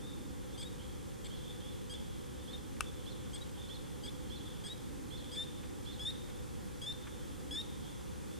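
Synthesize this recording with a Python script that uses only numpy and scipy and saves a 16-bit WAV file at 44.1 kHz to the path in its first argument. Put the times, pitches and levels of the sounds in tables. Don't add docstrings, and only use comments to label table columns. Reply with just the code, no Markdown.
import sys
import numpy as np
from scipy import signal
from scipy.fft import rfft, irfft, next_fast_len
from scipy.io import wavfile
from scipy.ndimage import map_coordinates

SR = 44100
rng = np.random.default_rng(int(sys.argv[2]) if len(sys.argv) > 2 else 0)


def log_audio(samples):
    frames = np.atleast_2d(samples).T
    limited = np.clip(frames, -1, 1)
    pcm = np.round(limited * 32767).astype(np.int16)
    wavfile.write(sys.argv[1], SR, pcm)


N = 369999


def amp(db):
    return 10 ** (np.asarray(db) / 20)


def unit(x):
    return x / np.sqrt(np.mean(x ** 2) + 1e-20)


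def along(points, hz):
    f, v = np.transpose(points)
    return np.interp(np.log(hz + 1), np.log(f + 1), v)


def wobble(rate, size):
    return map_coordinates(rng.standard_normal(4096), [np.arange(size) * rate / SR], mode="wrap")


def filtered(x, response):
    padded = next_fast_len(N + SR // 2)
    spectrum = rfft(x, padded) * response(np.fft.rfftfreq(padded, 1 / SR))
    return irfft(spectrum, padded)[..., :N]


def noise(spectrum):
    return unit(filtered(rng.standard_normal(N), lambda hz: amp(along(spectrum, hz))))


def narrow(centre_hz, half_width_hz):
    return unit(filtered(rng.standard_normal(N), lambda hz: 1 / (1 + ((hz - centre_hz) / half_width_hz) ** 2)))


def add(track, s, sound):
    part = track[..., max(0, round(s * SR)):][..., :sound.shape[-1]]
    part += sound[..., :part.shape[-1]]


def pan(db):
    return amp([[db / 2], [-db / 2]])


# pitch in Hz, time to fall by 60 dB in seconds.
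TRUNK_ECHO = [(500, 0.39), (3500, 0.84), (5000, 0.71), (9000, 0.6)]


def trees(x, early_db=-3, early_t60=0.13, stir=0.28, stir_rate=260):
    hz, t, z = signal.stft(rng.standard_normal((3, SR)), SR, nperseg=256)
    deep_wood = amp(-60 * t / along(TRUNK_ECHO, hz)[:, None])
    near_trunks = amp(early_db - 60 * t / early_t60)
    common, *ears = signal.istft(z * (deep_wood + near_trunks), SR, nperseg=256)[1]
    tail = (common + .5 * np.array(ears)) / np.sqrt(SR / 10)
    grain = unit(1 + stir * wobble(stir_rate, N))
    return signal.fftconvolve(x[None], tail, axes=1)[:, :N] * grain


# multiple of half the whistle's pitch, relative level in dB when clear,
# relative level in dB of what a full buzz adds.
OVERTONES = [(1, -25.5, -22), (3, -25, -3.5), (4, -24, -12), (5, -29.5, -6), (6, -26, -20.5), (7, -39, -25)]
# pitch in thirds of the whistle's pitch, relative level in dB at roughness 1.
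RASP_TONES = [(2, -6.5), (4, -2.5), (7, -0.5)]


def sac(hz, buzz, rough, overtone_db=0, jitter=0.079, shimmer_db=3.5, flutter_db=-2.0):
    half_phase = np.pi * np.cumsum(hz * (1 + jitter * rough * wobble(708, len(hz)))) / SR
    rasp = sum(amp(db) * np.sin(2 / 3 * round(k) * half_phase) for k, db in RASP_TONES)
    tone = np.sin(2 * half_phase) + rough ** 2 * rasp
    for k, clear_db, buzz_db in OVERTONES:
        shimmer = amp(overtone_db + shimmer_db * wobble(106, len(hz)))
        strength = (amp(clear_db) + buzz * amp(buzz_db)) * shimmer
        tone = tone + strength * np.sin(round(k) * half_phase)
    flutter = amp(flutter_db * rough * wobble(178, len(hz)))
    return np.sqrt(2) * tone * flutter


SCOOP_S = 0.0033


def peep(length, from_hz, to_hz, buzz, rough, overtone_db=0, scoop_hz=180, bend=0.708, arch=0.13):
    t = np.arange(int(length * SR)) / SR
    u = t / length
    glide_hz = from_hz + (to_hz - from_hz) * u ** bend
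    hz = glide_hz - scoop_hz * np.exp(-t / SCOOP_S)
    level = np.abs(np.sin(np.pi * u)) ** (arch / (1 + 2 * abs(buzz)))
    return sac(hz, buzz, rough, overtone_db) * level


# pitch in Hz, width in Hz, level in dB.
HUMS = [(69.9, 5.5, -61), (503.3, 24.5, -65.5), (829, 41, -74.5), (12768, 6, -99)]
# pitch in Hz, relative level in dB per Hz.
RUMBLE_SAME = [(13, -51), (22, -15), (59, -2.5), (80, -6.5), (102, -4), (140, -6.5), (162, -8.5), (225, -7),
               (292, -8), (455, -15), (496, -11), (680, -30.5), (880, -82), (1500, -120)]
RUMBLE_OPPOSED = [(13, -47), (22, -21), (65, 1.5), (157, -1.5), (187, 1), (245, -4), (346, -5), (442, -9),
                  (510, -10), (598, -16), (680, -36), (880, -62), (1500, -120)]
# pitch in Hz, relative level in dB per Hz.
HISS_SAME = [(420, -30), (720, 3), (818, -0.5), (882, -0.5), (964, -1), (1670, -3.5), (1820, -4),
             (2120, -5.5), (2570, -6.5), (3140, -8), (3480, -3.5), (3760, -8), (8800, -8.5), (13200, -16),
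             (15000, -23)]
HISS_OPPOSED = [(420, -37), (720, -2), (860, 0.5), (1040, 0), (1430, -5.5), (2150, -14.5), (2990, -18),
                (3270, -25), (5230, -23), (5860, -16.5), (13200, -16), (15000, -36)]
# time in seconds, level in dB.
UPPER_RUMBLE_LEVEL = [(0.0, -59), (0.22, -52.5), (0.45, -58.5), (1.4, -62.5), (2.3, -61), (2.65, -57),
                      (3.7, -62), (4.38, -56), (4.72, -66), (4.97, -53), (5.3, -59), (7.1, -60.5),
                      (7.5, -55), (8.0, -65), (8.39, -60.0)]


def background():
    t = np.arange(N) / SR
    air = amp(-63 + 0.1317 * t)
    upper_level = amp(np.interp(t, *np.transpose(UPPER_RUMBLE_LEVEL)) + 0.3 * wobble(5.5, N))
    upper_rumble = upper_level * narrow(287, 52)
    hum = sum(amp(db) * narrow(hz, width / 2) for hz, width, db in HUMS)
    steady = filtered(noise(RUMBLE_SAME), lambda hz: 1 - 0.8 / (1 + ((hz - 290) / 60) ** 2))
    rumble = amp(-51.0 + 0.4 * wobble(3.12, N)) * steady
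    same = rumble + upper_rumble + hum + air * amp(4.5) * noise(HISS_SAME)
    opposed = amp(-45.0 + 0.41 * wobble(2.9, N)) * noise(RUMBLE_OPPOSED)
    opposed = opposed + air * amp(3.5) * noise(HISS_OPPOSED)
    return np.array([same + opposed, same - opposed]) * pan(-0.75)


# start in seconds, relative level in dB.
LITTER_TICKS = [(2.764, -59), (5.632, -51.5), (6.285, -59), (7.068, -51)]
# pitch in Hz, relative level in dB per Hz.
LITTER_COLOUR = [(500, -23), (850, 4), (1800, 7), (3200, -1), (6000, -26), (12000, -28)]


def litter(t60=0.077, rise_s=0.0016):
    touch, t = np.zeros(N), np.arange(SR // 10) / SR
    for s, db in LITTER_TICKS:
        add(touch, s, amp(db + 3.5 - 60 * t / t60) * (1 - np.exp(-t / rise_s)))
    return touch * noise(LITTER_COLOUR) * pan(-1.5)


# start in seconds, relative level in dB, left over right in dB.
TWIG_SNAPS = [(2.807, -17.5, 7.5)]
# pitch in Hz, relative level in dB, time to fall by 60 dB in seconds.
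WOOD_RINGS = [(1220, -7.5, 0.022), (1516, -13, 0.024), (1890, -19, 0.025), (2320, -16, 0.022),
              (2660, -10, 0.026), (3120, -23, .02), (5800, -12, 0.0077), (7060, -20, 0.011),
              (8900, -4.5, 0.0072)]
# pitch in Hz, relative level in dB per Hz.
FRACTURE_COLOUR = [(300, -22), (700, -16), (1100, 3.5), (2000, -4), (2900, 1), (4300, -17.5), (6500, -6.5),
                   (9500, -5), (11500, -18), (15000, -21)]


def twigs(crack_db=-3, crack_t60=.013):
    out, t = np.zeros((2, N)), np.arange(SR // 10) / SR
    onset = 1 - np.exp(-t / 0.00011)
    for s, db, left_db in TWIG_SNAPS:
        ring = sum(amp(level - 60 * t / t60) * np.sin(2 * np.pi * (hz * t + rng.random()))
                   for hz, level, t60 in WOOD_RINGS)
        crack = amp(crack_db - 60 * t / crack_t60) * noise(FRACTURE_COLOUR)[:len(t)]
        add(out, s, amp(db - 5.5) * pan(left_db) * (ring + crack) * onset)
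    return out + amp(-17) * trees(out.mean(axis=0))


# start in seconds, top pitch in Hz, relative level in dB before the echo.
FAR_CALLS = [(0, 3700, -60), (.48, 3630, -65), (.78, 3390, -62.5), (1.32, 3450, -59), (1.43, 3600, -59),
             (1.96, 3474, -60), (2.8, 3553, -59), (3.57, 3554, -60), (4.4, 3535, -58.5), (5.2, 3500, -59),
             (7.82, 3514, -59.5)]


def far_frogs(chorus_db=-68.0, faint_per_s=2.5, faint_db=-66, faint_top_hz=3576, faint_spread_hz=90):
    voice = np.zeros(N)
    faint = [(N / SR * rng.random(), rng.normal(faint_top_hz, faint_spread_hz), faint_db)
             for _ in range(int(faint_per_s * N / SR))]
    for s, top_hz, db in FAR_CALLS + faint:
        add(voice, s, amp(db) * peep(0.0818, top_hz - 330, top_hz, buzz=0, rough=0.3))
    swell = amp(2.5 * wobble(4, N))
    chorus = amp(chorus_db) * swell * narrow(3330, 300)
    return amp(3) * trees(voice) + chorus


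# start in seconds, length of the rise in seconds, top pitch in Hz,
# relative level in dB.
SECOND_CALLS = [(.80, 0.048, 3390, -65), (1.303, 0.052, 3440, -56.5), (1.61, 0.099, 3510, -58.5),
                (2.477, 0.038, 3570, -52.5), (3.064, 0.036, 3610, -51.5), (3.694, 0.044, 3590, -50),
                (4.302, .052, 3570, -51), (5.108, 0.06, 3600, -51.5), (5.86, 0.058, 3630, -51)]


def second_frog(flick_db=-8, blip_db=-10):
    voice = np.zeros(N)
    for s, length, top_hz, db in SECOND_CALLS:
        blip = peep(0.0086, 4400, 4150, buzz=0, rough=.3)
        rise = peep(length, top_hz - 340, top_hz, buzz=0.23, rough=0.057, overtone_db=-8.5)
        flick = peep(0.0272, 4400, 3700, buzz=0, rough=0.28, bend=1.46)
        add(voice, s - .008, amp(db + blip_db) * blip)
        add(voice, s, amp(db) * rise)
        add(voice, s + length + .003, amp(db + flick_db) * flick)
    voice = filtered(voice, lambda hz: amp(along([(5000, -2), (8000, -12)], hz)))
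    return voice * pan(-6.5) + amp(-1) * trees(voice)


RASP_LIFT_HZ, WHISTLE_LIFT_HZ = 71, 150
SCOOP_HZ = 200
CRACK_HZ, CRACK_S, CRACK_ROUGH = 500, 0.0029, 0.91
ATTACK_S, RELEASE_S, BLEND_S = 0.00067, 0.0015, 0.0041
CREAK_SWELL_DB_PER_S, WHISTLE_FADE_DB = 45, -7
WHISTLE_ARCH_DB = 2.5
CLEAN_ROUGH, RASP_ROUGH = 0.065, .7
WHISTLE_BUZZ = 0.016
CREAK_SHARE = 0.337
CLIMB_HZ_PER_S = 7230
CATCH_S = 0.0054


def near_call(creak_s, rasp_s, whistle_s, start_hz, rise_hz, db, gain_db, catch_db, buzz):
    clear_s = creak_s + rasp_s
    length = clear_s + whistle_s
    t = np.arange(int(length * SR)) / SR
    broken, clear = ((1 + np.tanh((t - s) / BLEND_S)) / 2 for s in (creak_s, clear_s))

    creak_hz = CREAK_SHARE * rise_hz * np.sqrt(t / creak_s) + RASP_LIFT_HZ * broken
    whistle_hz = WHISTLE_LIFT_HZ + rise_hz * np.tanh(CLIMB_HZ_PER_S * (t - clear_s) / rise_hz)
    crack = np.exp((t - length) / CRACK_S)
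    flicks_hz = CRACK_HZ * crack - SCOOP_HZ * np.exp(-t / SCOOP_S)
    hz = start_hz + (1 - clear) * creak_hz + clear * whistle_hz + flicks_hz

    spent = np.clip((t - clear_s) / max(whistle_s, BLEND_S), 0, 1)
    whistle_db = gain_db + WHISTLE_ARCH_DB * (np.sin(np.pi * spent) - .5) + WHISTLE_FADE_DB * spent ** 4
    creak_db = CREAK_SWELL_DB_PER_S * (t - creak_s / 2)
    level_db = db + (1 - clear) * creak_db + clear * whistle_db
    level_db += catch_db * np.exp(-((t - clear_s) / CATCH_S + 1) ** 2)
    edges = np.tanh(t / ATTACK_S) * np.tanh((length - t) / RELEASE_S)

    buzzing = buzz * (1 - broken) + WHISTLE_BUZZ
    rough = CLEAN_ROUGH + RASP_ROUGH * (broken - clear) + CRACK_ROUGH * crack
    return amp(level_db) * edges * sac(hz, buzzing, rough)


# start in seconds, then creak, rasp and whistle lengths in seconds,
# starting pitch in Hz, rise in Hz, relative level in dB, extra level of the whistle in dB,
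# level change at the catch in dB, buzz of the creak from 0 to 1.
CALLS = [(0.577, 0.037, 0.025, 0.01, 3180, 300, -54, 1, 3.5, 1),
         (1.245, 0.0036, 0.024, 0, 3290, 18, -54.5, 0, -4, 1),
         (1.897, 0.0362, .01, 0.015, 3214, 180, -50.5, 3.5, -2, 0.6),
         (3.332, .025, 0.014, 0.017, 3255, 90, -51, -5, -3, 0.57),
         (4.035, 0.027, 0.017, 0.018, 3216, 164, -52, 5.5, -4, .6),
         (4.639, 0.037, 0.013, 0.0054, 3280, 134, -51.5, 0, 0, .77),
         (5.316, 0.034, 0.018, 0.075, 3272, 191, -51.5, 11.5, 0, 0.65),
         (5.994, .058, 0.00073, .057, 3317, 380, -45.5, 7.5, -10, 0.12),
         (6.816, .047, 0, 0.065, 3317, 127, -47, 6, -6, 0.3),
         (7.509, 0.048, 0.0034, 0.059, 3327, 314, -44, 4, 1, 0.17)]
# start in seconds, length in seconds, pitch in Hz,
# glide in Hz, relative level in dB.
THIN_SQUEAKS = [(0.651, 0.034, 3745, 38, -53.5), (2.531, 0.028, 3710, -86, -49),
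                (3.412, 0.022, 3900, -62, -51.5), (4.696, 0.039, 3740, 126, -47.5)]


def near_frog(treble_left_db=4.0):
    voice = np.zeros(N)
    for s, *call in CALLS:
        add(voice, s, near_call(*call))
    for s, length, hz, glide_hz, db in THIN_SQUEAKS:
        add(voice, s, amp(db) * peep(length, hz, hz + glide_hz, buzz=0, rough=.04))
    direct = filtered(voice, lambda hz: pan(treble_left_db) ** along([(4500, 0.49), (8000, 1)], hz))
    return direct + amp(-10) * trees(voice)


def scene():
    return background() + litter() + twigs() + far_frogs() + second_frog() + near_frog()


def record(dry, notch_hz=685, width_hz=45, depth=0.77, top_hz=15000):
    return filtered(dry, lambda hz: (1 - depth * np.exp(-((hz - notch_hz) / width_hz) ** 2)) * (hz < top_hz))


dry = scene()
out = record(dry)
log_audio(out)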